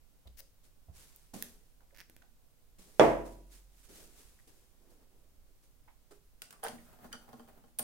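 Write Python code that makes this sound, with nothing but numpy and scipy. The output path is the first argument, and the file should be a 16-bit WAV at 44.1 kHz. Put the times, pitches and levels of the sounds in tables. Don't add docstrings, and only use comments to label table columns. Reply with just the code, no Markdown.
import sys
import numpy as np
from scipy import signal
from scipy.fft import rfft, irfft, next_fast_len
from scipy.io import wavfile

SR = 44100
rng = np.random.default_rng(int(sys.argv[2]) if len(sys.argv) > 2 else 0)


def dump(signal):
    limited = np.clip(np.atleast_2d(signal).T, -1, 1)
    pcm = np.round(limited * 32767).astype(np.int16)
    wavfile.write(sys.argv[1], SR, pcm)


N = 345296
T = np.arange(N) / SR
RING = 65536

# pitch_hz, likeness (0 = unrelated, 1 = identical)
LIKENESS = [(120, 0.42), (350, .72), (700, .35), (1300, 0.17), (4000, 0), (15000, 0.26)]
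# start_s, level_db, left_minus_right_db, left_lag_ms
BLOW = [(2.9964, 10, -7.5, 0.054), (3.0012, 5.5, -2, 0.069), (3.0022, 5, 3.5, 0.048),
        (3.0143, 8.5, -4, 0.38), (3.045, -2.5, 6, .5), (3.0628, -6, 9, -.3)]
# start_s, hiss_level_db, thud_pitch_hz, fall_t60_s
GRABS = [(1.334, -50, 221, 0.68), (2.782, -62, 179.3, 3), (3.886, -59.5, 205, 1.9),
         (4.471, -64.5, 330, 1.05), (6.106, -63, 400, 0.29)]
# start_s, vise_body_level_db, bench_level_db
KNOCKS = [(6.631, -15, -50), (6.648, -11, -44), (6.668, -24, -42), (6.686, -24, -23.5), (6.726, -36, -21),
          (6.988, -35.5, -38), (7.0443, -27, -25), (7.136, -29.5, -27), (7.29, -34, -33),
          (7.33, -26, -22.5), (7.395, -27, -31), (7.476, -35.5, -43), (7.638, -36.5, -36.5),
          (7.793, -19, -21)]
SLIP_RISE_S, SLIP_FALL_T60_S = 0.022, .45


def amp(db):
    return 10 ** (np.asarray(db) / 20)


def read(points, hz):
    f, value = np.transpose(points)
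    return np.interp(np.log(np.maximum(hz, 1)), np.log(f), value)


def unit(x):
    return x / np.sqrt(np.mean(np.sum(x ** 2, axis=-1)))


def sides(pan_db):
    return amp(np.array([[pan_db], [-pan_db]]) / 2)


def add(out, s, x):
    i = int(round(s * SR))
    out[..., i:i + x.shape[-1]] += x[..., :N - i]


def noise(colour, size=N):
    n = next_fast_len(size, True)
    hz = np.fft.rfftfreq(n, 1 / SR)
    alike = np.clip(read(LIKENESS, hz), -.99, .99)
    spectra = rfft(rng.standard_normal((2, n)))
    mid, side = spectra * np.sqrt([1 + alike, 1 - alike]) * amp(read(colour, hz))
    stereo = irfft([mid + side, mid - side], n)[:, :size]
    return unit(stereo) * np.sqrt(size)


def impulse(colour, size=1024):
    log_gain = read(colour, np.fft.rfftfreq(size, 1 / SR)) * np.log(10) / 20
    cepstrum = irfft(log_gain)
    cepstrum[1:size // 2] *= 2
    cepstrum[size // 2 + 1:] = 0
    return unit(irfft(np.exp(rfft(cepstrum))))


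def tilted(colour, tilt_db):
    return [(hz, level + tilt_db * np.log2(hz)) for hz, level in colour]


def fade(t60, size):
    return np.exp(-np.log(1000) * T[:size] / t60)


def stroke(s, rise, t60):
    fall = np.clip((T - s - rise) / t60, 0, 2)
    return np.clip((T - s) / rise, 0, 1) * np.exp(-np.log(1000) * fall)


def swell(x, rise):
    return unit(x * (1 - np.exp(-T[:x.shape[1]] / rise)) ** 2)


def grain(rate_hz, depth_db):
    knots = np.interp(T * rate_hz, np.arange(N // 10), rng.standard_normal(N // 10))
    gain = amp(depth_db * knots)
    return gain / np.sqrt(np.mean(gain ** 2))


def wash(colour, t60s, count=9):
    spectrum = rfft(noise(colour, size=RING))
    octave = np.clip(np.log2(np.fft.rfftfreq(RING, 1 / SR) / 60 + 1e-9), 0, count - 1)
    total = 0
    for k in range(count):
        band = irfft(spectrum * np.maximum(1 - abs(octave - k), 0))
        total = total + band * fade(read(t60s, 60 * 2. 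** k), RING)
    return unit(total)


def ring(modes, size=6000):
    out = 0
    for hz, db, t60 in modes:
        spread = np.arccos(np.clip(read(LIKENESS, hz), -1, 1)) * rng.choice([-1, 1])
        phase = rng.uniform(0, 2 * np.pi) + np.array([[spread], [-spread]]) / 2
        out = out + amp(db) * fade(t60, size) * np.sin(2 * np.pi * hz * T[:size] + phase)
    return unit(out)


def gripped(modes, spread):
    return [(hz * (1 + spread * rng.standard_normal()), db, t60) for hz, db, t60 in modes]


def in_room(x, wet_db):
    # pitch_hz, t60_s
    room_t60 = [(100, 0.63), (500, 0.31), (2000, 0.28), (8000, .36), (15000, 0.1)]
    walls = wash([(100, -1.5), (2000, -2.5), (15000, -2.0)], room_t60)
    walls = walls * (1 - np.exp(-T[:RING] / 0.0049))
    mono = x.mean(0)[None]
    return x + amp(wet_db) * signal.fftconvolve(mono, walls, axes=1)[:, :N]


def background(air_db=-71, rumble_db=-63, rumble_pan_db=-5.5):
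    # pitch_hz, relative_level_db (per Hz)
    air_colour = [(53, -37.5), (90, -10.5), (148, -1), (184, -8), (244, -5.5), (393, -11.5), (457, -9),
                  (1090, -16), (1510, -17), (1640, -19), (9310, -19.5), (16000, -19)]
    # pitch_hz, left_minus_right_db
    air_pan = [(60, -4), (150, -5), (400, -2.5), (2400, -1), (15000, 0)]
    n = next_fast_len(N, True)
    pan = read(air_pan, np.fft.rfftfreq(n, 1 / SR))
    air = irfft(rfft(noise(air_colour), n) * amp(np.array([pan, -pan]) / 2), n)[:, :N]
    rumble = noise([(8, -1), (25, -1), (50, -10.5), (90, -17.0), (200, -34.5), (1000, -80.5)])
    rumble = rumble * grain(rate_hz=5.5, depth_db=2.0)
    return amp(air_db) * air + amp(rumble_db) * rumble * sides(rumble_pan_db)


def gloves(hiss_pan_db=0.14, rustle_pan_db=-1):
    # start_s, swell_s, level_db, left_minus_right_db
    swipe_list = [(0.629, 0.018, -65.5, 0), (.918, .08, -58, -0.5), (3.245, 0.019, -57.5, -1),
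                  (3.3, 0.024, -65, -2), (3.499, 0.031, -58, -2.5), (3.66, 0.14, -67.5, -2.5),
                  (3.828, 0.017, -61.5, -6), (3.9, 0.063, -58.5, 0.5), (4.13, 0.062, -61, 0),
                  (4.89, .02, -68.5, 0), (5.62, 0.021, -69, -3), (6.78, 0.074, -68.5, 0)]
    # start_s, swell_s, fall_t60_s, level_db
    sleeve_list = [(3.97, 0.065, .5, -64), (4.73, 0.18, 2.6, -66.5)]
    # pitch_hz, relative_level_db (per Hz)
    hiss_colour = [(300, -21.5), (900, -5), (1850, -3.5), (3000, -3.5), (5600, -2), (9300, -0.5),
                   (15500, -8.5)]
    # pitch_hz, relative_level_db (per Hz)
    rustle_colour = [(80, -2.5), (180, -4), (400, 0.5), (700, -8.5), (1200, -17), (3000, -25.5)]
    grab_rise_s, handle_hiss_db = 0.0056, -46
    swipe_fall = 14
    grab_rustle_db, swipe_rustle_db = -2.5, -10

    grabs = sum((amp(db) * stroke(s, grab_rise_s, t60)) ** 2 for s, db, _, t60 in GRABS)
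    swipes = sum((amp(db) * sides(pan) * stroke(s, rise, swipe_fall * rise)) ** 2
                 for s, rise, db, pan in swipe_list)
    winding = sum((amp(db + handle_hiss_db) * stroke(s, SLIP_RISE_S, SLIP_FALL_T60_S)) ** 2
                  for s, db, _ in KNOCKS)
    sleeves = sum((amp(db) * stroke(s, rise, t60)) ** 2 for s, rise, t60, db in sleeve_list)
    hiss = np.sqrt(grabs + swipes + winding)
    rustle = np.sqrt(grabs * amp(grab_rustle_db) ** 2 + swipes * amp(swipe_rustle_db) ** 2 + sleeves)

    fibres = hiss * noise(hiss_colour)
    fibres = fibres * grain(rate_hz=690, depth_db=1.5) * grain(rate_hz=29, depth_db=1.14)
    folds = rustle * noise(rustle_colour) * grain(rate_hz=40, depth_db=2.5)
    return fibres * sides(hiss_pan_db) + folds * sides(rustle_pan_db)


def touches(bump_t60=.16, grab_thud_db=3, pan_db=-4.0):
    # start_s, level_db, pitch_hz
    bump_list = [(.255, -62.5, 590), (.257, -46, 62), (.395, -64.5, 533), (.882, -46.5, 76),
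                 (.884, -65, 630), (1.336, -50.5, 653), (1.351, -43, 208), (1.812, -67.5, 690),
                 (1.927, -67, 556), (2.23, -69.5, 696), (5.878, -60.5, 840), (5.882, -66, 1880),
                 (6.108, -55, 404), (6.109, -64, 1250), (6.526, -56, 1130), (6.78, -61, 1800)]
    grab_thuds = [(s, hiss_db + grab_thud_db, hz) for s, hiss_db, hz, _ in GRABS]
    out, size = np.zeros((2, N)), 12000
    for s, db, hz in bump_list + grab_thuds:
        colour = [(hz / 4, -26), (hz * 0.97, -10), (hz, 0), (hz * 1.35, -12), (hz * 4, -34), (hz * 30, -70)]
        onset = 1 - np.exp(-T[:size] * hz * 2)
        add(out, s, amp(db) * noise(colour, size=size) * fade(bump_t60, size) * onset)
    return in_room(out * sides(pan_db), wet_db=-6.5)


def ticks(chatter_t60=0.01, chatter=1.0):
    # start_s, level_db, left_minus_right_db, tilt_db (per octave)
    tick_list = [(0.2746, -40.5, 3, -4.5), (1.1616, -33, -5, 6), (1.4245, -15, -9.5, 0),
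                 (2.0978, -34.5, -3, -4), (2.1654, -37, -2, -3.5)]
    # pitch_hz, relative_level_db (per Hz)
    tick_colour = [(300, -1), (1100, -13), (1700, 3), (2800, 0.5), (5000, -3), (9000, 1.5), (13000, 9),
                   (15500, 2.5)]
    out = np.zeros((2, N))
    for s, db, pan, tilt_db in tick_list:
        colour = tilted(tick_colour, tilt_db)
        tick = impulse(colour) + chatter * unit(noise(colour, size=1024) * fade(chatter_t60, 1024))
        add(out, s, amp(db) * sides(pan) * tick)
    return in_room(out, wet_db=-4.5)


def creaks(chatter=1.0, chatter_t60=0.0056):
    # start_s, length_s, last_slip_level_db, slips_per_s, tilt_db (per octave), left_minus_right_db
    creak_list = [(0.371, .035, -31, 700, 3.5, 12), (1.945, .068, -28.5, 220, -1.5, -3)]
    # pitch_hz, relative_level_db (per Hz)
    creak_colour = [(400, -8.5), (1100, -12.5), (1800, 4), (2600, -1), (3300, -6), (5500, -1.5),
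                    (7500, -9.5), (15000, -5)]
    growth_db, scatter_db = 14, 1.5
    jitter = .3
    out = np.zeros((2, N))
    for s, length, last_db, rate, tilt_db, pan in creak_list:
        colour = tilted(creak_colour, tilt_db)
        click = impulse(colour)
        for done in np.linspace(0, 1, int(length * rate)):
            rattle = unit(noise(colour, size=1024) * fade(chatter_t60, len(click)))
            slip = unit(click + chatter * rattle)
            at = s + done * length + jitter * rng.standard_normal() / rate
            db = last_db - growth_db * (1 - done) + scatter_db * rng.standard_normal()
            add(out, at, amp(db) * sides(pan) * slip)
    return in_room(out, wet_db=-6.5)


def scrapes(treble_db=-15, pan_db=-2.0):
    # start_s, length_s, level_db, contact_pitch_hz
    scrape_list = [(0.27, 0.012, -58, 3770), (1.804, 0.0085, -64, 1470), (1.906, .007, -65, 2020),
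                   (2.219, 0.0087, -57.5, 1740), (4.383, .03, -71, 1900), (6.624, 0.062, -45.5, 1580),
                   (6.623, 0.068, -45, 770), (7.116, .022, -55.5, 1950), (7.129, .03, -53, 1510),
                   (7.269, .045, -60, 783)]
    out, slips = np.zeros((2, N)), grain(rate_hz=900, depth_db=5.5)
    for s, length, db, hz in scrape_list:
        below = [(hz / 4, -24), (hz * .7, -10), (hz, 0)]
        above = [(hz * 1.46, treble_db - 5), (hz * 4, treble_db - 11), (hz * 12, treble_db - 21)]
        size = int(length * SR)
        add(out, s, amp(db) * noise(below + above, size=size) * signal.windows.tukey(size, .5))
    return in_room(out * slips * sides(pan_db), wet_db=-4.5)


def screw(start_s=6.35, length_s=1.38, ease_s=0.29, winding_db=-64.5, slip_db=-68.5):
    # pitch_hz, relative_level_db (per Hz)
    grind_colour = [(90, -4.5), (235, -1.5), (340, -6.5), (460, -5), (780, -4), (930, -9), (1500, -9.5),
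                    (2200, -17.5), (6000, -27.5), (15000, -18)]
    t = np.clip(T - start_s, 0, length_s)
    turning = amp(winding_db) * np.minimum(np.minimum(t, length_s - t) / ease_s, 1)
    slipping = sum((amp(slip_db) * stroke(s, SLIP_RISE_S, SLIP_FALL_T60_S)) ** 2 for s, *_ in KNOCKS)
    grind = noise(grind_colour) * grain(rate_hz=45, depth_db=4.5)
    return in_room(grind * np.sqrt(turning ** 2 + slipping), wet_db=-2.0)


def handle(click_t60=0.019, body_rise=0.0011, bar_rise=0.00079, mount_rise=0.0092, body_low_hz=330):
    # start_s, click_level_db, bar_ring_db, knob_ring_db (rings above the click)
    clink_list = [(6.419, -16.5, -10, -21), (6.5071, -26.5, -18, -17), (6.527, -34, -20, 1.5),
                  (6.638, -25.5, -13, 12), (6.683, -21, -3.5, -12), (7.1276, -23.5, 5.5, -4.5),
                  (7.7875, -21, -6, 13.5), (7.7929, -15.5, -8, 8)]
    # pitch_hz, relative_level_db, t60_s
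    vise_modes = [(468, -0.5, 0.075), (599, -4.5, 0.097), (742, -0.5, 0.057), (802, 3.5, 0.042),
                  (1080, -3, 0.056), (1213, -6, .04), (1422, -6, 0.048), (1726, -8.5, 0.038),
                  (1880, -9, 0.027)]
    # pitch_hz, relative_level_db, t60_s
    bar_modes = [(1470, 0.5, 0.065), (1593, 0, 0.032), (1846, -5.5, 0.052), (3065, 5, 0.016),
                 (3170, 6, 0.022), (4500, -3.5, 0.045), (4825, -2.5, 0.028), (5940, -3, 0.037),
                 (6650, -4.5, 0.033), (12300, -13, .025)]
    # pitch_hz, relative_level_db, t60_s
    knob_modes = [(9000, -0.5, 0.012), (9140, -0.5, .06), (9560, 1.5, 0.036), (10350, -0.5, 0.021),
                  (11600, -1.5, 0.017), (13300, 0, .02), (14450, -4, 0.031), (15550, -6, .035)]
    # pitch_hz, relative_level_db, t60_s
    mount_modes = [(125, -5, 0.1), (160, -8, 0.068), (210, -3.5, 0.09), (237.7, 3.5, 0.11),
                   (324, -4, 0.082)]
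    # pitch_hz, relative_level_db (per Hz)
    click_colour = [(300, -11), (1000, -8.5), (3200, 0), (4200, -4.5), (5000, -3.5), (6800, -10),
                    (8600, -1.5), (11000, -6.5), (15500, -6)]
    clink_body_db = -19
    rebound_s, rebound_db = .009, -6
    jolt_bar_db, jolt_click_db = -13.5, -13

    def vise():
        return swell(ring(gripped(vise_modes, spread=0.011)), body_rise)

    def bar():
        pairs = gripped(bar_modes, spread=0.0307) + gripped(bar_modes, spread=.012)
        return swell(ring(pairs), bar_rise)

    def knob():
        return ring(gripped(knob_modes, spread=0.008) + gripped(knob_modes, spread=0.0144))

    def click():
        return unit(noise(click_colour, size=6000) * fade(click_t60, size=6000))

    body, bright, bench = np.zeros((3, 2, N))
    for s, db, bar_db, knob_db in clink_list:
        clink = click() + amp(bar_db) * bar() + amp(knob_db) * knob()
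        add(bright, s, amp(db) * clink)
        add(body, s, amp(db + clink_body_db) * vise())
    for s, db, bench_db in KNOCKS:
        for at, gain in (s, amp(db)), (s + rebound_s, amp(db + rebound_db)):
            add(body, at, gain * vise())
            add(bright, at, gain * (amp(jolt_bar_db) * bar() + amp(jolt_click_db) * click()))
        add(bench, s, amp(bench_db) * swell(ring(mount_modes), mount_rise))
    body = signal.sosfilt(signal.butter(4, body_low_hz, "high", fs=SR, output="sos"), body)
    return in_room(body + bench, wet_db=-3.5) + in_room(bright, wet_db=-1.5)


def crack(db=-11, t60=.016, pan_db=-3):
    colour = [(1000, -8), (3300, 2.5), (4200, -8.5), (5600, 0), (8000, -7), (11000, -12), (15000, -24)]
    burst = noise(colour, size=1024)
    out = np.zeros((2, N))
    add(out, BLOW[0][0], amp(db) * sides(pan_db) * unit(burst * fade(t60, burst.shape[1])))
    return out


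def bang(boom_db=15.5, modes_db=15, pan_db=-1.3, sway_hz=44.5, sway_db=-40, sway_t60=2.2,
         echo_hz=2200, tool_db=-5):
    # pitch_hz, relative_level_db (per Hz)
    blow_colour = [(60, -31), (250, -8), (480, 5.5), (680, 4.5), (1000, -11.5), (1500, -11), (2400, -25),
                   (3400, -18.5), (4100, -41.5), (5600, -30), (8000, -41.5), (15000, -58)]
    # pitch_hz, relative_level_db (per Hz)
    boom_colour = [(30, -38), (75, -16), (105, -21.5), (135, -11), (178, -20), (240, -9), (375, -7),
                   (560, 0.5), (760, -5), (1000, -8), (1420, -18), (1900, -16.5), (3400, -31),
                   (4100, -37.5), (5700, -36.5), (11000, -44.5), (15000, -52)]
    # pitch_hz, t60_s
    boom_t60 = [(60, 0.74), (140, 0.77), (350, 0.57), (700, .48), (1500, .45), (3000, 0.46), (6000, 0.42),
                (14000, .5)]
    # pitch_hz, relative_level_db, t60_s
    bench_modes = [(82, -25, 0.6), (139.7, -15, 0.66), (204.4, -15, .45), (231, -11.5, 0.49),
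                   (254.6, -13, 0.41), (309.7, -5.5, 0.51), (338.5, -9, 0.67), (403, -5, 0.46),
                   (443, -8, 0.29), (501, -4, 0.4), (507.5, -1, 0.29), (569, -2.5, .41), (671, -1, 0.5),
                   (798, -6, 0.22), (894, -12, 0.24), (970, -11.5, 0.61), (1028, -10, 0.22),
                   (1140, -12.5, 0.34), (1253, -15, .35), (1341, -14, .25), (1600, -15.5, 0.41)]
    # pitch_hz, relative_level_db, t60_s
    tool_modes = [(2360, 0, .08), (3000, -4, .06), (3404, 0.5, .09), (3622, -3.5, .05), (5280, -6.5, .04),
                  (5620, -8, 0.037), (6180, -9, 0.039), (7520, -13.5, 0.028)]

    out, knock = np.zeros((2, N)), impulse(blow_colour)
    for s, db, pan, lag_ms in BLOW:
        left, right = -amp(db) * sides(pan) * knock
        add(out[0], s + lag_ms / 1000, left)
        add(out[1], s, right)
        knock = unit(signal.lfilter(*signal.butter(1, echo_hz, fs=SR), knock))

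    start_s, t = BLOW[0][0], T[:RING]
    body = amp(boom_db) * wash(boom_colour, boom_t60) + amp(modes_db) * ring(bench_modes, size=RING)
    sway = amp(sway_db) * np.sin(2 * np.pi * sway_hz * t) * fade(sway_t60, RING)
    sway = sway * (1 - np.exp(-t / 0.033))
    add(out, start_s, (body + sway) * sides(pan_db) * (1 - np.exp(-t / .004)))
    add(out, start_s, amp(tool_db) * ring(tool_modes))
    return out


def scene():
    quiet = background() + gloves() + touches()
    rod = ticks() + creaks() + scrapes()
    return quiet + rod + screw() + handle() + crack() + bang()


def record(dry, top_hz=15900):
    return signal.sosfilt(signal.ellip(10, .2, 70, top_hz, fs=SR, output="sos"), dry)


dry = scene()
out = record(dry)
dump(out)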